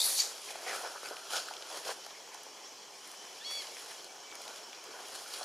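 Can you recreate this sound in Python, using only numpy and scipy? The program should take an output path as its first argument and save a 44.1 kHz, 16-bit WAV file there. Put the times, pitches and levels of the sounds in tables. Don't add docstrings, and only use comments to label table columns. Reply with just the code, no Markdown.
import sys
import numpy as np
from scipy import signal
from scipy.fft import rfft, irfft, next_fast_len
from scipy.io import wavfile
from scipy.ndimage import uniform_filter1d

SR = 44100
rng = np.random.default_rng(int(sys.argv[2]) if len(sys.argv) > 2 else 0)


def natural_amplitude(level_db):
    exponent = np.asarray(level_db, float) / 20
    return 10 ** exponent


def pcm_store(signal):
    levels = np.round(np.clip(np.atleast_2d(signal), -1, 1) * 32767)
    wavfile.write(sys.argv[1], SR, levels.astype(np.int16).T)


N = 239934
TIME = np.arange(N) / SR


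def unit(x):
    return x / np.sqrt(np.mean(x ** 2) + 1e-20)


def along(points, hz):
    f, v = np.transpose(points)
    return np.interp(np.log(hz + 1), np.log(f + 1), v)


def curves(rows, outside=None):
    s, *cols = np.transpose(rows)
    return [np.interp(TIME, s, c, outside, outside) for c in cols]


def filtered(x, response):
    m = next_fast_len(N + 8192)
    return irfft(rfft(x, m) * response(np.fft.rfftfreq(m, 1 / SR)), m)[..., :N]


def coloured(x, spectrum):
    return filtered(x, lambda hz: natural_amplitude(along(spectrum, hz)))


def slow_noise(samples):
    return unit(uniform_filter1d(rng.standard_normal(N), size=samples))


def contacts(rate, spread_db, life):
    strength = natural_amplitude(spread_db * np.minimum(rng.exponential(1, N), 3.5))
    hits = (rng.random(N) < rate / SR) * strength
    return unit(signal.lfilter([1], [1, -np.exp(-1 / (life * SR))], hits))


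def rush(spectrum, envelope=1, patchy_db=0):
    pair = envelope * rng.standard_normal((2, N))
    if patchy_db:
        z = signal.stft(pair, nperseg=512)[2]
        field = uniform_filter1d(rng.standard_normal(z.shape[1:]), size=4, axis=0)
        field = uniform_filter1d(field, size=6, axis=1)
        pair = signal.istft(z * natural_amplitude(patchy_db * unit(field)), nperseg=512)[1][:, :N]
    pair = coloured(pair, spectrum)
    return pair / np.std(pair[0])


def voice(pitch, multiples, levels_db, jitter):
    phase = 2 * np.pi * np.cumsum(pitch * (1 + jitter * slow_noise(200))) / SR
    return sum(np.sqrt(2) * natural_amplitude(db) * np.sin(k * phase + k * k / 2)
               for k, db in zip(multiples, levels_db))


def moves(rows, sway_db):
    edge_db, edge_shape, release = 9.5, 0.91, 1.2
    t = TIME[::32]
    s, db, half, second_db = np.transpose(rows)[:, :, None]
    u = np.abs(t - s) / (half * np.where(t > s, release, 1))
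    swell = natural_amplitude(2 * (db - edge_db * np.minimum(u, 10) ** edge_shape))
    both = [swell.sum(axis=0), (swell * natural_amplitude(2 * second_db)).sum(axis=0)]
    return [10 * np.log10(natural_amplitude(2 * under) + np.interp(TIME, t, over))
            for under, over in zip(sway_db, both)]


# time in seconds, strength in dB.
TREE_SWAY = [(0, -41.5), (.4, -48.5), (1.1, -49), (1.6, -49), (2.0, -49.5), (2.3, -51), (2.9, -52.5),
             (3.1, -49.5), (3.4, -49.5), (3.65, -48.5), (3.95, -48.5), (4.2, -52.5), (4.5, -49), (4.8, -52),
             (5.1, -47.5), (5.44, -47)]


def sway(over_db=0, swing=1):
    mean_db = -50
    return mean_db + over_db + swing * (curves(TREE_SWAY)[0] - mean_db)


# time in seconds, strength in dB, half length in seconds,
# stem creak over bark in dB.
LIMB_SCRAPES = [(.06, -48.5, 0.089, 2.5), (.22, -47.5, 0.053, 5), (.505, -45, 0.012, 3),
                (.3, -55, 0.042, -10), (.56, -50.5, 0.16, 1.5), (.672, -42, 0.029, -1),
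                (.686, -52, .016, 6), (.703, -42, 0.014, 7.5), (.728, -40.5, 0.039, 0),
                (.765, -44.5, 0.05, -5), (.81, -46.5, .04, -10), (.85, -47, 0.013, 2),
                (.868, -43, 0.036, -13), (.96, -41, 0.0075, -19), (1.06, -43, 0.021, -2),
                (1.13, -45.5, 0.041, -12), (1.315, -50, .022, -15), (1.345, -39, 0.024, -24),
                (1.373, -40.5, 0.027, -10), (1.4, -46, 0.022, -15), (1.49, -51.5, 0.06, -16),
                (1.715, -48, 0.069, -8), (1.772, -43.5, 0.037, -5), (1.82, -59, 0.056, -9),
                (2.15, -63.5, .08, 11), (2.6, -67.5, .2, 10), (1.872, -43.5, 0.025, -2),
                (1.894, -36.5, 0.015, -9), (1.912, -35, 0.0046, -5), (2.35, -58, 0.045, 7),
                (3.3, -66, 0.13, 12), (3.07, -62, 0.05, 9), (3.515, -48, 0.023, 2), (3.62, -56.5, 0.066, 9),
                (3.69, -54.5, 0.028, -7), (3.78, -56.5, 0.023, 8), (3.91, -55, 0.041, 5.5),
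                (4.35, -66, .02, 12), (4.44, -55.5, 0.47, -10), (4.5, -51.5, 0.055, -6),
                (4.87, -59, 0.16, 2), (4.96, -48.5, 0.055, -9), (5.02, -54, .05, -3),
                (5.15, -49.5, 0.06, -4), (5.35, -52, 0.065, 3.5), (5.425, -50.5, 0.061, -8)]
# time in seconds, ring over bark in dB.
LIMB_GRIP = [(0, -38), (.6, -28), (.72, -8), (1.05, -2.5), (1.2, -3), (1.35, -4.5), (1.6, -4.5), (1.8, -15),
             (1.92, -15), (2.0, -31), (4.3, -23), (4.5, -7), (4.7, -13), (5.44, -7.5)]
# frequency in Hz, density in dB per Hz.
BARK_SPECTRUM = [(80, -45), (150, -18.5), (220, -22), (400, -2.5), (530, 0.5), (700, 1), (980, -3),
                 (1150, -5), (1500, -3.5), (1800, -10), (2400, -23), (4200, -120)]
LIMB_SPECTRUM = [(900, -70), (1200, -10), (1300, -2), (1400, 0), (1550, -4), (1750, -14), (2300, -70)]
STEM_SPECTRUM = [(1200, -35), (1700, -1.5), (2000, -2.5), (2450, 0), (2800, -8), (4000, -52)]


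def scraping_bark(crackle, bumps):
    bark_db, stem_db = moves(LIMB_SCRAPES, [sway(-6.5, 0.99), sway(-8.5, 0.4)])
    limb_db = bark_db + curves(LIMB_GRIP)[0]
    bark = natural_amplitude(bark_db - 1.5) * rush(BARK_SPECTRUM, 1 + .5 * crackle + .3 * bumps, patchy_db=1.8)
    limb = natural_amplitude(limb_db) * rush(LIMB_SPECTRUM, 1 + 0.13 * crackle + 0.93 * bumps)
    stem = natural_amplitude(stem_db - 5.0) * rush(STEM_SPECTRUM, 1 + 0.067 * crackle + 0.21 * bumps, patchy_db=2.5)
    return bark + limb + stem


# time in seconds, strength in dB, half length in seconds,
# fizz over thrash in dB.
LEAF_SHAKES = [(0, -37.5, 0.044, 3), (.13, -40, 0.057, -6), (.2, -32, 0.019, -18), (.46, -43, 0.087, -6),
               (.51, -41.5, 0.013, -3), (.69, -38.5, 0.034, -8.5), (.75, -38.5, 0.082, -5),
               (.87, -44, 0.036, -11), (1.07, -47, 0.11, -4), (1.306, -44, 0.013, -13),
               (1.332, -34, 0.021, -7), (1.369, -31.5, 0.036, -8.5), (1.398, -39, .016, -9),
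               (1.48, -44, 0.046, -11), (1.715, -43.5, 0.046, -9), (1.775, -42.5, .05, -4.5),
               (1.852, -47, .016, -8), (1.88, -37, 0.023, -6.5), (1.906, -40, 0.025, -5),
               (2.343, -58, 0.0092, 2), (3.08, -64, 0.066, 6.5), (3.47, -46, 0.034, -12),
               (3.52, -51, 0.013, 6), (3.515, -44, .03, -7), (3.56, -48, .05, -5), (3.62, -43.5, 0.049, -8),
               (3.68, -47, 0.04, -20), (3.79, -47.5, 0.073, -5.5), (3.91, -47, 0.054, -6.5),
               (4.35, -62, .015, 2), (4.44, -48, 0.046, -8), (4.57, -49.5, 0.031, -9),
               (4.85, -51, 0.022, -13), (5.01, -54, .04, -4), (5.15, -43, 0.07, -7.5),
               (5.31, -44, .02, -14), (5.34, -40, 0.024, -7), (5.375, -42, 0.038, -7),
               (5.43, -46, 0.046, -9)]
# frequency in Hz, density in dB per Hz.
LEAF_SPECTRUM = [(1590, -33.5), (2700, 0), (2870, -0.5), (3270, 1.5), (3600, -1.5), (4100, 1), (4450, 0.5),
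                 (4900, 1.5), (5280, 1.5), (6060, -2.5), (7170, -3.5), (7800, -15), (10100, -59),
                 (17200, -120)]
FIZZ_SPECTRUM = [(3000, -100), (6800, -10), (7500, -6.5), (8500, -7.5), (9300, -4.5), (10000, -3),
                 (10800, -8.5), (11700, -11), (14700, -20), (15700, -37)]


def shaking_leaves(crackle, bumps):
    leaf_db, fizz_db = moves(LEAF_SHAKES, [sway(), sway(-11.5, 3.34)])
    leaf = natural_amplitude(leaf_db - 4.0) * rush(LEAF_SPECTRUM, 1 + 0.19 * crackle + 0.28 * bumps, patchy_db=1.5)
    fizz = natural_amplitude(fizz_db - 2.8) * rush(FIZZ_SPECTRUM, 1 + .45 * crackle + .3 * bumps, patchy_db=1.2)
    return leaf + fizz


def foliage():
    crackle = contacts(rate=500, spread_db=5, life=.0018)
    bumps = contacts(rate=130, spread_db=3.5, life=0.052)
    return scraping_bark(crackle, bumps) + shaking_leaves(crackle, bumps)


def twig_radiation(x):
    return filtered(x, lambda hz: (1j * hz / (250 + 1j * hz)) ** 2)


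# start in seconds, peak in dB, pitch in Hz.
TWIG_KNOCKS = [(0.486, -38, 2470), (0.504, -40, 568), (0.554, -31, 743), (0.628, -38, 554),
               (0.664, -37, 673), (0.672, -34, 650), (0.6835, -34, 1350), (0.694, -34, 1350),
               (0.761, -35, 1350), (0.837, -36, 600), (0.679, -31, 2100), (0.696, -33, 721),
               (0.716, -33, 620), (0.729, -31, 1350), (0.748, -33, 1300), (0.846, -29, 900),
               (0.858, -33, 600), (0.957, -35.5, 880), (0.977, -39, 1350), (1.266, -40, 1420),
               (1.313, -35, 1350), (1.606, -41, 659), (1.03, -33, 528), (1.108, -30, 498),
               (1.113, -33, 620), (1.333, -31, 1350), (1.483, -32.5, 1450), (1.509, -29, 800),
               (1.623, -39, 484), (1.774, -38, 1300), (1.868, -32, 762), (1.886, -32, 1500),
               (1.904, -33, 1600), (2.063, -38, 711), (2.105, -44, 762), (2.346, -37, 896),
               (2.464, -37, 520), (2.274, -44, 923), (2.287, -43, 447), (3.858, -42, 853),
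               (4.105, -42, 738), (4.179, -43, 786), (4.31, -44, 2350), (4.323, -43, 1300),
               (4.469, -38, 783), (4.477, -40, 778), (4.729, -43, 759), (4.889, -42, 654),
               (4.988, -39, 964), (5.091, -42, 918), (5.259, -40, 1400), (5.393, -37, 700),
               (5.417, -35, 600), (5.428, -34, 4300), (5.4102, -29, 692)]


def knocks():
    out, t = np.zeros(N + SR), np.arange(SR // 20) / SR
    u = t - .0028
    swell = np.exp(-(u / np.where(u < 0, .0007, .0022)) ** 2)
    for s, db, hz in TWIG_KNOCKS:
        ring = np.sin(2 * np.pi * hz * u) + .3 * np.sin(2 * np.pi * 1.8 * hz * u)
        out[round(s * SR):][:len(t)] += natural_amplitude(db - 1.5) * swell * ring
    return twig_radiation(out[:N])


# start in seconds, peak in dB, pitch in Hz, top sparkle in dB.
TWIG_SNAPS = [(0.2274, -38, 4530, -20), (0.5055, -31, 3460, -11), (1.057, -30, 4670, -6),
              (1.086, -31, 5230, -14), (1.1667, -29, 2940, -14), (1.324, -27, 4060, -18),
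              (1.365, -22, 5500, -19), (1.378, -25, 3370, -20), (1.536, -27.5, 3060, -20),
              (1.566, -27.5, 3370, -25), (1.6223, -27, 3030, -24), (1.711, -32, 3440, -18),
              (1.773, -32, 5700, -15), (1.849, -29, 5100, -20), (1.8786, -26, 5950, -19),
              (1.902, -25, 4060, -24), (2.047, -34, 4540, -14), (2.063, -37, 4470, -4),
              (2.106, -37, 3100, -28), (2.344, -30, 5970, -9), (2.432, -36, 5920, -3),
              (3.074, -42, 3010, 3), (3.115, -39, 6000, 1), (3.506, -32, 5200, -6),
              (3.669, -28.5, 3030, -16), (4.314, -32, 3570, -22), (4.043, -32, 4230, -6.5),
              (4.353, -29.5, 6600, -9), (4.417, -31, 4220, -2.5), (4.478, -28.5, 4040, -11),
              (4.559, -31, 3350, -11), (4.579, -33, 3340, -20), (4.729, -33, 3350, -30),
              (4.839, -32.5, 2750, -7), (5.3373, -26, 4600, -20)]
# frequency in Hz, density in dB per Hz.
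CRACK_SPECTRUM = [(800, -40), (2200, -3), (4000, 0), (7000, -2), (9000, -25)]
SPARKLE_SPECTRUM = [(5000, -50), (7500, -6), (10000, 1), (11500, -6), (15500, -15)]


def snaps():
    rings, cracks, bright = np.zeros((3, N + SR))
    t = np.arange(SR // 20) / SR
    for s, db, hz, top_db in TWIG_SNAPS:
        spot = slice(round(s * SR), round(s * SR) + len(t))
        grit = rng.standard_normal((2, len(t)))
        fade = natural_amplitude(db + .3 - 60 * t / .013) * (1 - np.exp(-(t / .0012) ** 2))
        rings[spot] += .6 * fade * np.sin(2 * np.pi * hz * t)
        cracks[spot] += 1.2 * fade * grit[0]
        bright[spot] += natural_amplitude(top_db + 7.0) * fade * grit[1]
    crack = coloured(cracks[:N], CRACK_SPECTRUM)
    sparkle = coloured(bright[:N], SPARKLE_SPECTRUM)
    return twig_radiation(rings[:N]) + crack + sparkle


# centre in
# seconds, peak in dB, pitch in Hz.
FLAKE_TICKS = [(0.1921, -18, 5000), (0.665, -33, 2500), (0.694, -35, 2600), (0.7023, -33, 1900),
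               (.7165, -33, 2400), (.9595, -43, 1300), (1.033, -36, 1200), (1.169, -40, 2500),
               (1.367, -32, 5000), (1.511, -43, 1400), (1.6243, -35, 3500), (2.042, -38, 3800),
               (2.066, -41, 1510), (2.1075, -40, 4000), (2.4335, -40, 9000), (3.769, -35, 2200),
               (4.3255, -41, 2000), (4.479, -37, 2500), (4.7315, -38, 2500), (5.378, -37, 4200),
               (5.4108, -41, 1200)]


def flakes():
    out, t = np.zeros(N + SR), np.arange(-100, 100) / SR
    for s, db, hz in FLAKE_TICKS:
        u = 2 * np.pi * hz * t
        out[round(s * SR) - 100:][:len(t)] -= natural_amplitude(db + 3) * np.sin(u) * np.exp(-u * u / 12)
    return out[:N]


# time in seconds, level in dB.
BREATH_EFFORT = [(0, -34), (.02, -32), (.044, -32.5), (.07, -36.5), (.092, -35), (.105, -39), (.12, -36.5),
                 (.148, -40.5), (.17, -33.5), (.186, -34)]
# time in seconds, pitch in Hz, level in dB.
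TEETH_WHISTLE = [
    (.025, 9000, -60),
    (.04, 10200, -46),
    (.06, 11200, -33),
    (.085, 10700, -41),
    (.11, 10850, -46),
    (.15, 10600, -37),
    (.175, 10500, -60),
]
# time in seconds, pitch in Hz, level in dB.
HOARSE_TONE = [
    (0, 3715, -34),
    (.018, 3750, -26),
    (.03, 3710, -43),
    (.045, 3820, -60),
]
# frequency in Hz, density in dB per Hz.
THROAT_SPECTRUM = [(2600, -60), (3300, -15), (3750, -2.5), (4100, -7), (4450, -0.5), (5000, -7.5),
                   (6500, -62)]
MOUTH_SPECTRUM = [(3500, -57), (5000, 1), (5600, 5), (7000, 4.5), (8400, -2.5), (11000, -62)]
TEETH_SPECTRUM = [(7000, -58), (8600, -3.5), (9700, -3), (10300, -4.5), (11000, -5), (11800, -5),
                  (13000, -11), (15700, -22)]


def rasp():
    effort_db = curves(BREATH_EFFORT)[0] - 150 * np.maximum(TIME - .205, 0)
    throb = .8 + .6 * np.exp(-TIME / .045) * np.cos(2 * np.pi * 75 * (TIME - .005))
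    late = np.clip(TIME / 0.21, 0, 1)
    throat = natural_amplitude(effort_db - 2.5 * (0.5 - np.exp(-TIME / 0.073)))
    mouth = natural_amplitude(effort_db - 5 + 5.5 * late ** 2)
    teeth = natural_amplitude(effort_db + 0.5 - 8.7 * late ** 3 - 15 * np.exp(-(TIME / 0.035) ** 4))
    grain = 1 + .35 * contacts(rate=900, spread_db=3, life=.001)
    hiss = throat * throb * rush(THROAT_SPECTRUM, grain)
    hiss = hiss + mouth * rush(MOUTH_SPECTRUM, grain) + teeth * rush(TEETH_SPECTRUM, grain)
    whistle_hz, whistle_db = curves(TEETH_WHISTLE, outside=-150)
    hoarse_hz, hoarse_db = curves(HOARSE_TONE, outside=-150)
    whistle = voice(whistle_hz, [1], [whistle_db], jitter=0.02)
    hoarse = voice(hoarse_hz, [1, 1.17], [hoarse_db, hoarse_db - 12], jitter=0.023)
    return hiss + (whistle + throb * hoarse) * [[1], [.5]]


# time in seconds, pitch in Hz, level in dB.
SQUEAK_GLIDE = [
    (.188, 1160, -52),
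    (.195, 1145, -35),
    (.201, 1136, -25),
    (.2065, 1134, -30),
    (.214, 1136, -37),
    (.224, 1136, -55),
]
# multiple of the pitch, level in dB.
SQUEAK_OVERTONES = [(2, -21), (4, 0), (5, -13), (6, -5)]


def squeak():
    hz, db = curves(SQUEAK_GLIDE, outside=-150)
    multiples, over_db = zip(*SQUEAK_OVERTONES)
    return voice(np.abs(hz), multiples, [db + over for over in over_db], jitter=.004)


# time in seconds, pitch in Hz, level in dB.
CALL_GLIDE = [
    (3.4, 825, -66),
    (3.412, 860, -51.5),
    (3.436, 925, -52),
    (3.45, 1080, -48),
    (3.466, 1116, -44.5),
    (3.58, 1121, -43.5),
    (3.606, 1108, -45),
    (3.627, 975, -51),
    (3.64, 940, -72),
]
# frequency in Hz, gain in dB.
CALL_RESONANCES = [(1750, -4), (2250, -14.5), (2600, -10), (3000, -13), (3200, -10), (3350, -.5),
                   (3700, -4), (4500, 0), (5600, -8.5), (6850, -15), (7080, 8), (7350, -17), (9000, -25)]


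def arched_call():
    full_hz, arch_hz, dull_db = 1100, 15, 30
    hz, db = curves(CALL_GLIDE, outside=-150)
    hz = np.abs(hz) + arch_hz * np.exp(-((TIME - 3.535) / .035) ** 2)
    slack = np.clip(np.log2(full_hz / hz), 0, 1)
    flutter_db = 2 * slow_noise(900)
    tones, tones_db = range(2, 9), []
    for k in tones:
        colour_db = along(CALL_RESONANCES, k * hz) - dull_db * slack * max(k - 4, 0)
        tones_db.append(db + np.roll(flutter_db, 3000 * k) + colour_db)
    return voice(hz, tones, tones_db, jitter=.002)


# start in seconds, length in seconds, first and last pitch in Hz, level in dB.
BIRD_WHISTLES = [(.87, .035, 5400, 5650, -54), (2.622, .082, 5200, 7000, -54.5),
                 (1.95, .14, 3050, 3050, -62), (3.1, .2, 6060, 6040, -64), (2.9, .15, 9000, 9750, -68),
                 (3.14, .2, 3050, 3030, -61), (4.07, .06, 2300, 2280, -62), (4.23, .06, 2300, 2290, -62),
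                 (4.28, .093, 2300, 2280, -56), (4.78, .04, 2450, 2450, -61), (4.23, .08, 1525, 1525, -65),
                 (4.225, .045, 3050, 3050, -58), (4.628, .03, 5300, 5600, -54)]


def birds():
    out = np.zeros(N)
    for s, length, first_hz, last_hz, db in BIRD_WHISTLES:
        u = np.clip((TIME - s) / length, 0, 1)
        phase = 2 * np.pi * np.cumsum(first_hz + (last_hz - first_hz) * u ** 1.7) / SR
        out += natural_amplitude(db + 3) * np.sin(np.pi * u) ** .5 * (u < 1) * np.sin(phase)
    return out * natural_amplitude(1.5 * slow_noise(500))


# frequency in Hz, time to fall 60 dB in seconds.
GROVE_DECAY = [(300, .25), (4000, .32), (7000, .36), (12000, .15)]


def grove(x):
    hz, t, z = signal.stft(rng.standard_normal((2, SR // 2)), SR, nperseg=256)
    fade = natural_amplitude(-60 * t / along(GROVE_DECAY, hz)[:, None])
    tail = signal.istft(z * fade, SR, nperseg=256)[1]
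    late = np.pad(x, (300, 0))[None]
    return signal.fftconvolve(late, tail / np.linalg.norm(tail[0]), axes=1)[:, :N]


# frequency in Hz, density in dB per Hz.
HUSH_SPECTRUM = [(29, -54), (50, -19), (150, -12), (269, -7.5), (415, 1.5), (581, -8.5), (834, 0),
                 (918, -2.5), (1060, -1.5), (1840, -21), (2240, -17), (2700, -14), (3050, -4), (3400, -7),
                 (4080, -32), (5440, -2), (9460, -17), (15700, -26)]


def hush():
    return natural_amplitude(-52.5 - 0.66) * rush(HUSH_SPECTRUM, patchy_db=2.0)


# frequency in Hz, side minus mid in dB.
STEREO_WIDTH = [(60, -11), (200, -11), (380, -16.5), (700, -19), (2380, -14), (4400, -14.5), (7000, -15),
                (9500, -11), (12000, -8.5), (15000, -5)]


def scene():
    call, cry = arched_call(), squeak()
    near = knocks() + snaps() + flakes() + birds()
    wet = grove(natural_amplitude(-12) * near + natural_amplitude(-20) * call + natural_amplitude(-15) * cry)
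    mid, side = foliage() + rasp() + hush() + wet
    mid = mid + near + call + cry
    side = coloured(side, STEREO_WIDTH)
    side = side + filtered(mid, lambda hz: 0.044 * (hz > 7500))
    return np.array([mid + side, mid - side])


def roll_off(x):
    return signal.sosfilt(signal.butter(12, 15830, fs=SR, output="sos"), x)


def record(dry):
    def response(hz):
        notch = 1 - 0.49 * np.exp(-((hz - 7600) / 90) ** 2)
        notch -= 0.56 * np.exp(-((hz - 3700) / 90) ** 2)
        notch -= 0.24 * np.exp(-((hz - 2700) / 170) ** 2)
        bass_cut = (1j * hz / (130 + 1j * hz)) ** 2
        return notch * bass_cut / (1 + (hz / 15280) ** 50)

    return roll_off(filtered(dry, response))


dry = scene()
out = record(dry)
pcm_store(out)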